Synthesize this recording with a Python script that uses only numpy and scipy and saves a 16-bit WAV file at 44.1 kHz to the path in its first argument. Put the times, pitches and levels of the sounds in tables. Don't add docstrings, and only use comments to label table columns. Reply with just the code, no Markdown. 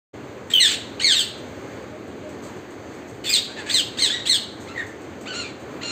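import sys
import numpy as np
from scipy import signal
from scipy.fft import rfft, irfft, next_fast_len
from scipy.io import wavfile
from scipy.ndimage import uniform_filter1d

SR = 44100
rng = np.random.default_rng(int(sys.argv[2]) if len(sys.argv) > 2 else 0)


def output_pcm(signal):
    pcm = np.clip(np.atleast_2d(signal).T, -1, 1) * 32767
    wavfile.write(sys.argv[1], SR, np.round(pcm).astype(np.int16))


def gain_from_db(level_db):
    decades = np.asarray(level_db, float) / 20
    return 10 ** decades


N = 260631

# frequency in Hz, gain in dB.
THROAT_HZ_DB = [(900, -22), (1500, -5.5), (2400, 1.5), (3300, -2), (4200, 0), (5300, -8.5), (6500, -13.5),
                (8000, -0.5), (9500, -8.5), (12000, -8.5), (15500, 3.5)]

# start in seconds, length in seconds, first pitch in Hz, last pitch in Hz, level in dB.
SCOOP_NOTES = [
    (0.994, .047, 1302, 2270, -19.5),
    (3.688, 0.051, 1444, 2460, -21.5),
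    (3.968, .05, 1312, 2210, -23.5),
    (4.25, 0.046, 1347, 2103, -23.5),
]
SWEEP_NOTES = [
    (0.599, .076, 2119, 1540, -9.5),
    (1.04, 0.11, 2219, 1297, -12.5),
    (1.115, 0.031, 2156, 1984, -18.5),
    (1.148, .086, 1988, 1301, -18.5),
    (3.326, .056, 2255, 1420, -13.5),
    (3.737, .076, 2155, 1333, -15),
    (4.017, 0.074, 2161, 1433, -14.5),
    (4.292, 0.085, 2138, 1369, -15),
]
WHISTLE_NOTES = [
    (0.535, 0.072, 3215, 2880, -8.5),
]
HOLD_NOTES = [
    (3.262, 0.035, 1800, 1733, -20),
    (3.29, 0.049, 2450, 2440, -19.5),
    (3.335, .062, 1950, 1880, -20),
]
CROAK_NOTES = [
    (0.499, 0.038, 1873, 1860, -22),
    (0.672, .085, 1660, 1330, -16.5),
    (3.238, 0.059, 1455, 1474, -24.5),
    (3.66, 0.049, 1157, 1300, -34.5),
    (5.44, 0.069, 1200, 1120, -40),
]
GRUNT_NOTES = [
    (3.48, 0.058, 1394, 1718, -36.5),
    (3.56, 0.069, 1875, 1588, -29.5),
    (3.657, 0.061, 1696, 1692, -27),
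]

# time in seconds, pitch in Hz, level in dB, beak opening in dB per octave.
ARCH_PATHS = [
    [(4.093, 1547, -21, -9), (4.12, 1843, -27, -7), (4.15, 1940, -26.5, -8), (4.18, 1950, -31.5, -13),
     (4.2, 1880, -32, -13), (4.22, 1920, -41, -11), (4.245, 1900, -46, -13)],
]
PEEP_PATHS = [
    [(4.74, 1933, -42, -6), (4.764, 2045, -35, -7), (4.78, 1863, -33, -4), (4.805, 1850, -32, -1),
     (4.818, 1670, -32, -5), (4.826, 1908, -42, -6), (4.84, 1645, -40, -6), (4.87, 2120, -50, -6)],
]
CHAT_PATHS = [
    [(4.67, 940, -42, -6), (4.692, 1316, -36, -1), (4.725, 1370, -41.5, -8), (4.735, 1380, -44, -9)],
    [(5.255, 1004, -35, -4), (5.27, 1290, -37, -7), (5.282, 1514, -31.5, -4.5), (5.315, 1502, -32.5, -5),
     (5.335, 1340, -31, 3)],
    [(5.33, 1358, -28, -1), (5.34, 1344, -25, 2), (5.375, 1436, -27.5, 1.5), (5.40, 1417, -27, 1),
     (5.43, 1315, -31, 1), (5.445, 1186, -35, -12), (5.47, 1183, -37, -10)],
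    [(5.808, 805, -40, -10), (5.824, 1087, -34.5, 0.5), (5.833, 1394, -27, -0.5), (5.87, 1410, -19.5, 4.5),
     (5.93, 1370, -18, 4.5)],
]

SCOOP = dict(bend=.7, ease=0.837, swell_db=-9, swell_s=0.017, sag_db=-0.5, release_db=4, release_s=.008, open_db=-5, opening_db=2, first_db=-11.5, rough=.55, roughening=-.05, throb=0.071, half=.08, breath_db=-13.5, rasp=0.5, treble_db=-1.5)
SWEEP = dict(bend=1.2, ease=-0.198, swell_db=-7, swell_s=0.0048, sag_db=-4.5, release_db=-10.5, release_s=0.017, open_db=-7, opening_db=3, first_db=-14, rough=.3, roughening=0.09, throb=0.23, half=0.019, breath_db=-24.5, rasp=0.022, treble_db=3.5)
WHISTLE = dict(bend=0.706, ease=.05, swell_db=1, swell_s=0.0051, sag_db=-7.5, release_db=-4, release_s=0.013, open_db=5, opening_db=-18, first_db=15, rough=0.14, roughening=0.5, throb=0.45, half=0, breath_db=-20.5, rasp=0.014, treble_db=6.5)
HOLD = dict(bend=0.86, ease=.05, swell_db=4, swell_s=0.0075, sag_db=-4.5, release_db=1, release_s=.012, open_db=-6, opening_db=-9, first_db=-16, rough=0.53, roughening=.05, throb=0.18, half=0.088, breath_db=-14, rasp=0.18, treble_db=0)
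CROAK = dict(bend=.9, ease=0.046, swell_db=4, swell_s=0.0056, sag_db=-3, release_db=-14, release_s=0.015, open_db=1.5, opening_db=1.5, first_db=-1, rough=0.44, roughening=-0.046, throb=.2, half=.12, breath_db=-7, rasp=.35, treble_db=-11.5)
GRUNT = dict(bend=0.82, ease=0.072, swell_db=-7.5, swell_s=0.019, sag_db=-2, release_db=-10, release_s=0.024, first_db=22.5, open_db=-1.5, opening_db=7, rough=0.39, roughening=.05, throb=0.12, half=0.35, breath_db=-2, rasp=0.38, treble_db=-14)
ARCH = dict(first_db=-6, rough=0.27, roughening=.1, throb=0.27, half=.03, breath_db=-28, rasp=0.33, treble_db=-11)
PEEP = dict(first_db=16.5, rough=0.42, roughening=0.44, throb=0.41, half=0.039, breath_db=-17, rasp=0.25, treble_db=-10)
CHAT = dict(first_db=5, rough=0.24, roughening=.05, throb=0.22, half=.03, breath_db=-14.5, rasp=0.29, treble_db=-19)

# time in seconds, throb of a slower second oscillator in Hz,
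# treble in dB as the beak turns, fundamental in dB as the neck stretches, pitch-halving strain 0-1.
POSTURE = [(0.534, 86.3, 5.5, 0.5, 0.03), (0.602, 40.6, -5, 4.5, 0), (0.672, 62.4, 4, -7, 0.1),
           (1.04, 90.2, -9, 4.5, 0.04), (1.13, 68.8, 1.5, -3.5, 0), (3.261, 185, 9, -21, 0.4),
           (3.29, 103, 10, 0, 0), (3.33, 106.5, 2, -7.5, 0.29), (3.741, 71.4, 0, -1, 0.18),
           (4.02, 77, -3.5, 1, 0.31), (4.09, 134.7, -6, 1.5, 0.04), (4.291, 66.1, -1, -2, 0),
           (4.67, 80.6, -7, 7, 0), (4.75, 58.3, -6, 2, 0), (5.26, 302, -14, 0, 0.06),
           (5.33, 296, -10, -1, 0.1), (5.81, 399, -22, -3.5, 0)]

# start in seconds, peak in dB, decay in seconds.
RUSTLES = [(0.466, -43, 0.018), (1.37, -39, 0.024), (2.07, -39, 0.014), (2.286, -37, 0.035),
           (2.421, -34.5, 0.054), (2.56, -39, 0.016), (2.703, -38, 0.019), (2.934, -40, 0.026),
           (3.077, -38, 0.03), (3.142, -40.5, 0.02), (4.6, -36.5, 0.053), (4.767, -39, 0.036),
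           (4.861, -35, 0.027), (5.007, -38, 0.02), (5.207, -34, 0.029), (5.592, -39, 0.03)]

# delay in seconds, level in dB.
ECHOES = [(.011, -6), (.023, -9.5), (0.043, -17), (.062, -25), (.088, -19.5)]

# start in seconds, length in seconds, pitch in Hz, level in dB.
COOS = [
    (1.8, 0.063, 516, -39),
    (1.916, 0.066, 613, -37.5),
    (2.223, 0.099, 611, -38),
]

# frequency in Hz, density in dB per Hz.
TOWN_HZ_DB = [(25, -100), (50, -90), (80, -68.5), (115, -66), (165, -73), (230, -65), (320, -64),
              (500, -68), (800, -75.5), (1300, -79), (2000, -81), (3200, -89.5), (8000, -96.5),
              (12000, -95.5), (15500, -82.5)]

# time in seconds, gain in dB.
BASS_SWELL_S_DB = [
    (.15, 2.5),
    (1.2, 1),
    (2.1, 2),
    (2.7, 0),
    (3.5, -1),
    (4.4, 0.5),
    (5.1, 0.5),
    (5.9, 3),
]

# frequency in Hz, gain in dB.
TREBLE_HZ_DB = [(4650, -1), (4950, -8), (5900, -7), (6250, 2.5), (8500, -4.5), (8800, -23.5), (10000, -25.5),
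                (11400, -44), (11600, -15.5), (13000, -22), (15000, -21.5), (15620, -37), (15780, -57)]


def curve(hz, table):
    f, db = np.transpose(table)
    return gain_from_db(np.interp(np.log(np.maximum(hz, 1)), np.log(f), db))


def colour(x, table):
    n = next_fast_len(len(x))
    hz = np.arange(n // 2 + 1) * SR / n
    return irfft(rfft(x, n) * curve(hz, table), n)[:len(x)]


def walk(rate_hz, count):
    k = max(int(SR / rate_hz), 2)
    w = rng.standard_normal(count + 4 * k)
    w = uniform_filter1d(uniform_filter1d(w, k), k)[2 * k:2 * k + count]
    return w * np.sqrt(1.72 * k)


def add(out, start_s, x):
    i = int(start_s * SR)
    out[i:i + len(x)] += x[:len(out) - i]


def parakeet():
    ruled = ((SCOOP_NOTES, SCOOP), (SWEEP_NOTES, SWEEP), (WHISTLE_NOTES, WHISTLE),
             (HOLD_NOTES, HOLD), (CROAK_NOTES, CROAK), (GRUNT_NOTES, GRUNT))
    free = ((ARCH_PATHS, ARCH), (PEEP_PATHS, PEEP), (CHAT_PATHS, CHAT))
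    notes = [(glide(*row, kind), kind) for rows, kind in ruled for row in rows]
    notes += [(path, kind) for paths, kind in free for path in paths]
    out = np.zeros(N)
    for path, kind in notes:
        add(out, path[0][0], sing(path, kind))
    return out


def glide(start_s, length_s, first_hz, last_hz, db, kind):
    u = np.linspace(0, 1, 24)
    t = u * length_s
    way = u ** kind["bend"]
    way = way + kind["ease"] * (way ** 2 * (3 - 2 * way) - way)
    swell_db = kind["swell_db"] * np.clip(1 - t / kind["swell_s"], 0, 1)
    release_db = kind["release_db"] * np.clip(1 - (length_s - t) / kind["release_s"], 0, 1)
    level_db = db + kind["sag_db"] * u + swell_db + release_db
    open_db = kind["open_db"] + kind["opening_db"] * u
    return np.transpose([start_s + t, first_hz + (last_hz - first_hz) * way, level_db, open_db])


def sing(path, kind):
    s, hz, db, open_db = np.transpose(path)
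    u = (s - s[0]) / (s[-1] - s[0])
    times, *posture = np.transpose(POSTURE)
    throb_hz, facing_db, neck_db, strain = (np.interp(s[0], times, c) for c in posture)
    first_db = kind["first_db"] + neck_db + 0 * u
    rough = kind["rough"] + kind["roughening"] * u ** 2
    rows = np.transpose([s, hz, db, first_db, open_db, rough])
    return membrane(rows, throb_hz, kind["throb"], kind["half"] + strain, kind["breath_db"],
                    kind["rasp"], kind["treble_db"] + facing_db)


def membrane(rows, throb_hz, throb, half, breath_db, rasp, facing_db):
    s, *columns = np.transpose(rows)
    n = 8192
    t = s[0] + np.arange(n) / SR
    hz, db, first_db, open_db, rough = (np.interp(t, s, c) for c in columns)
    flap = rasp * np.exp(-((t - s[0]) / 0.04) ** 2)
    rough = np.clip(rough + flap, 0, 1)
    slow = 2 * np.pi * np.cumsum(throb_hz * (1 + 0.019 * walk(37, n))) / SR
    waver = 1 + 0.012 * np.sin(slow) + 0.0206 * rough * walk(193, n)
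    hz = uniform_filter1d(hz, 150) * waver
    phase = 2 * np.pi * np.cumsum(hz) / SR

    stack, power = 0, 0
    for k in range(1, 12):
        beak = gain_from_db(open_db * np.log2(k / 2) if k > 1 else first_db)
        gain = curve(k * hz, THROAT_HZ_DB) * beak * (k * hz < 16000)
        smear = np.clip(rough * (0.15 + 0.19 * k) + flap, 0, 0.95)
        grain_hz = 300 + 100 * k
        grain = (walk(grain_hz, n) + 1j * walk(grain_hz, n)) / np.sqrt(2)
        envelope = np.sqrt(1 - smear ** 2) + smear * grain
        stack = stack + gain * (envelope * np.exp(1j * (k * phase + k * k))).imag
        power = power + gain ** 2 / 2
    stack = stack / np.sqrt(power) * (1 + half * np.sin(phase / 2))

    breath = colour(rng.standard_normal(n) * (1 + 0.82 * np.sin(phase)), THROAT_HZ_DB)
    air = gain_from_db(breath_db + 8 * rough) + 0.8 * flap
    voice = (stack + air * breath / breath.std()) / np.sqrt(1 + air ** 2)
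    voice = colour(voice, [(7300, 0.031), (8300, facing_db / 2), (11000, facing_db)])
    attack = (t - s[0]) / (0.0041 + 0.008 * rasp)
    edge = np.clip(np.minimum(attack, (s[-1] - t) / 0.0051), 0, 1)
    return voice * (1 - throb * np.cos(slow)) * edge * gain_from_db(db + 2.12 * walk(147, n))


def rail():
    out = np.zeros(N)
    t = np.arange(4096) / SR
    for start_s, db, decay_s in RUSTLES:
        scrape = np.diff(rng.standard_normal(len(t) + 1)) * gain_from_db(2.3 * walk(450, len(t)))
        shape = np.exp(-t / decay_s) * np.minimum(t / 0.0074, 1)
        add(out, start_s, gain_from_db(db + 2) * scrape * shape / 2)
    return out


def balcony(x):
    tail_db, low_t60_s, top_t60_s, low_hz, stir_hz = -8.5, 0.64, 0.32, 6340, 800
    t = np.arange(SR) / SR
    lowpass = signal.butter(2, low_hz, fs=SR, output="sos")
    low = signal.sosfilt(lowpass, rng.standard_normal(SR)) * gain_from_db(-60 * t / low_t60_s)
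    top = 1.48 * rng.standard_normal(SR) * gain_from_db(-60 * t / top_t60_s)
    tail = (low + top) * np.minimum(t / 0.01, 1)
    walls = np.zeros(SR)
    for delay_s, db in ECHOES:
        smear = rng.standard_normal(300) * np.exp(-np.arange(300) / 60)
        add(walls, delay_s, gain_from_db(db) * smear / np.sqrt(np.sum(smear ** 2)))
    stirred = x * walk(stir_hz, N)
    diffuse = signal.fftconvolve(stirred, gain_from_db(tail_db) * tail / np.sqrt(np.sum(tail ** 2)))
    return x + (signal.fftconvolve(x, walls) + diffuse)[:N]


def dove():
    out = np.zeros(N)
    for start_s, length_s, hz, db in COOS:
        t = np.arange(int(length_s * SR)) / SR
        swell = np.sin(np.pi * t / length_s)
        add(out, start_s, gain_from_db(db) * np.sqrt(2) * swell * np.sin(2 * np.pi * hz * t))
    return out


def town():
    n = next_fast_len(N)
    hz = np.arange(n // 2 + 1) * SR / n
    spectrum = rfft(rng.standard_normal(n)) * curve(hz, TOWN_HZ_DB) * np.sqrt(SR / 2)
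    place = 2 * np.log2(np.maximum(hz, 1) / 30)
    bass_db = np.interp(np.arange(N) / SR, *np.transpose(BASS_SWELL_S_DB))
    swell, gust = walk(0.69, N), walk(6.02, N)
    out = 0
    for k in range(19):
        band = irfft(spectrum * np.sqrt(np.clip(1 - abs(place - k), 0, 1)), n)[:N]
        shared_db = bass_db * np.exp(-k / 8) + 0.14 * swell + (0.46 + 0.0033 * k ** 2) * gust
        out = out + band * gain_from_db(shared_db + 0.56 * walk(6.3, N))
    return out


def scene():
    return (balcony(parakeet() + rail()) + dove() + town())[None]


def low_pass(x):
    return signal.sosfilt(signal.butter(12, 16130, fs=SR, output="sos"), x)


def record(dry):
    start_s, fade_s = 0.13, 0.012
    duck_db, duck_slope, duck_s = -16.5, 0.53, 0.025
    start = np.clip((np.arange(N) / SR - start_s) / fade_s, 0, 1) ** 2
    x = colour(dry[0], TREBLE_HZ_DB)
    loudness = np.sqrt(uniform_filter1d(x ** 2, int(duck_s * SR)) + 1e-12)
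    gain = np.maximum(loudness / gain_from_db(duck_db), 1) ** -duck_slope
    return low_pass((x * gain * start)[None])


dry = scene()
out = record(dry)
output_pcm(out)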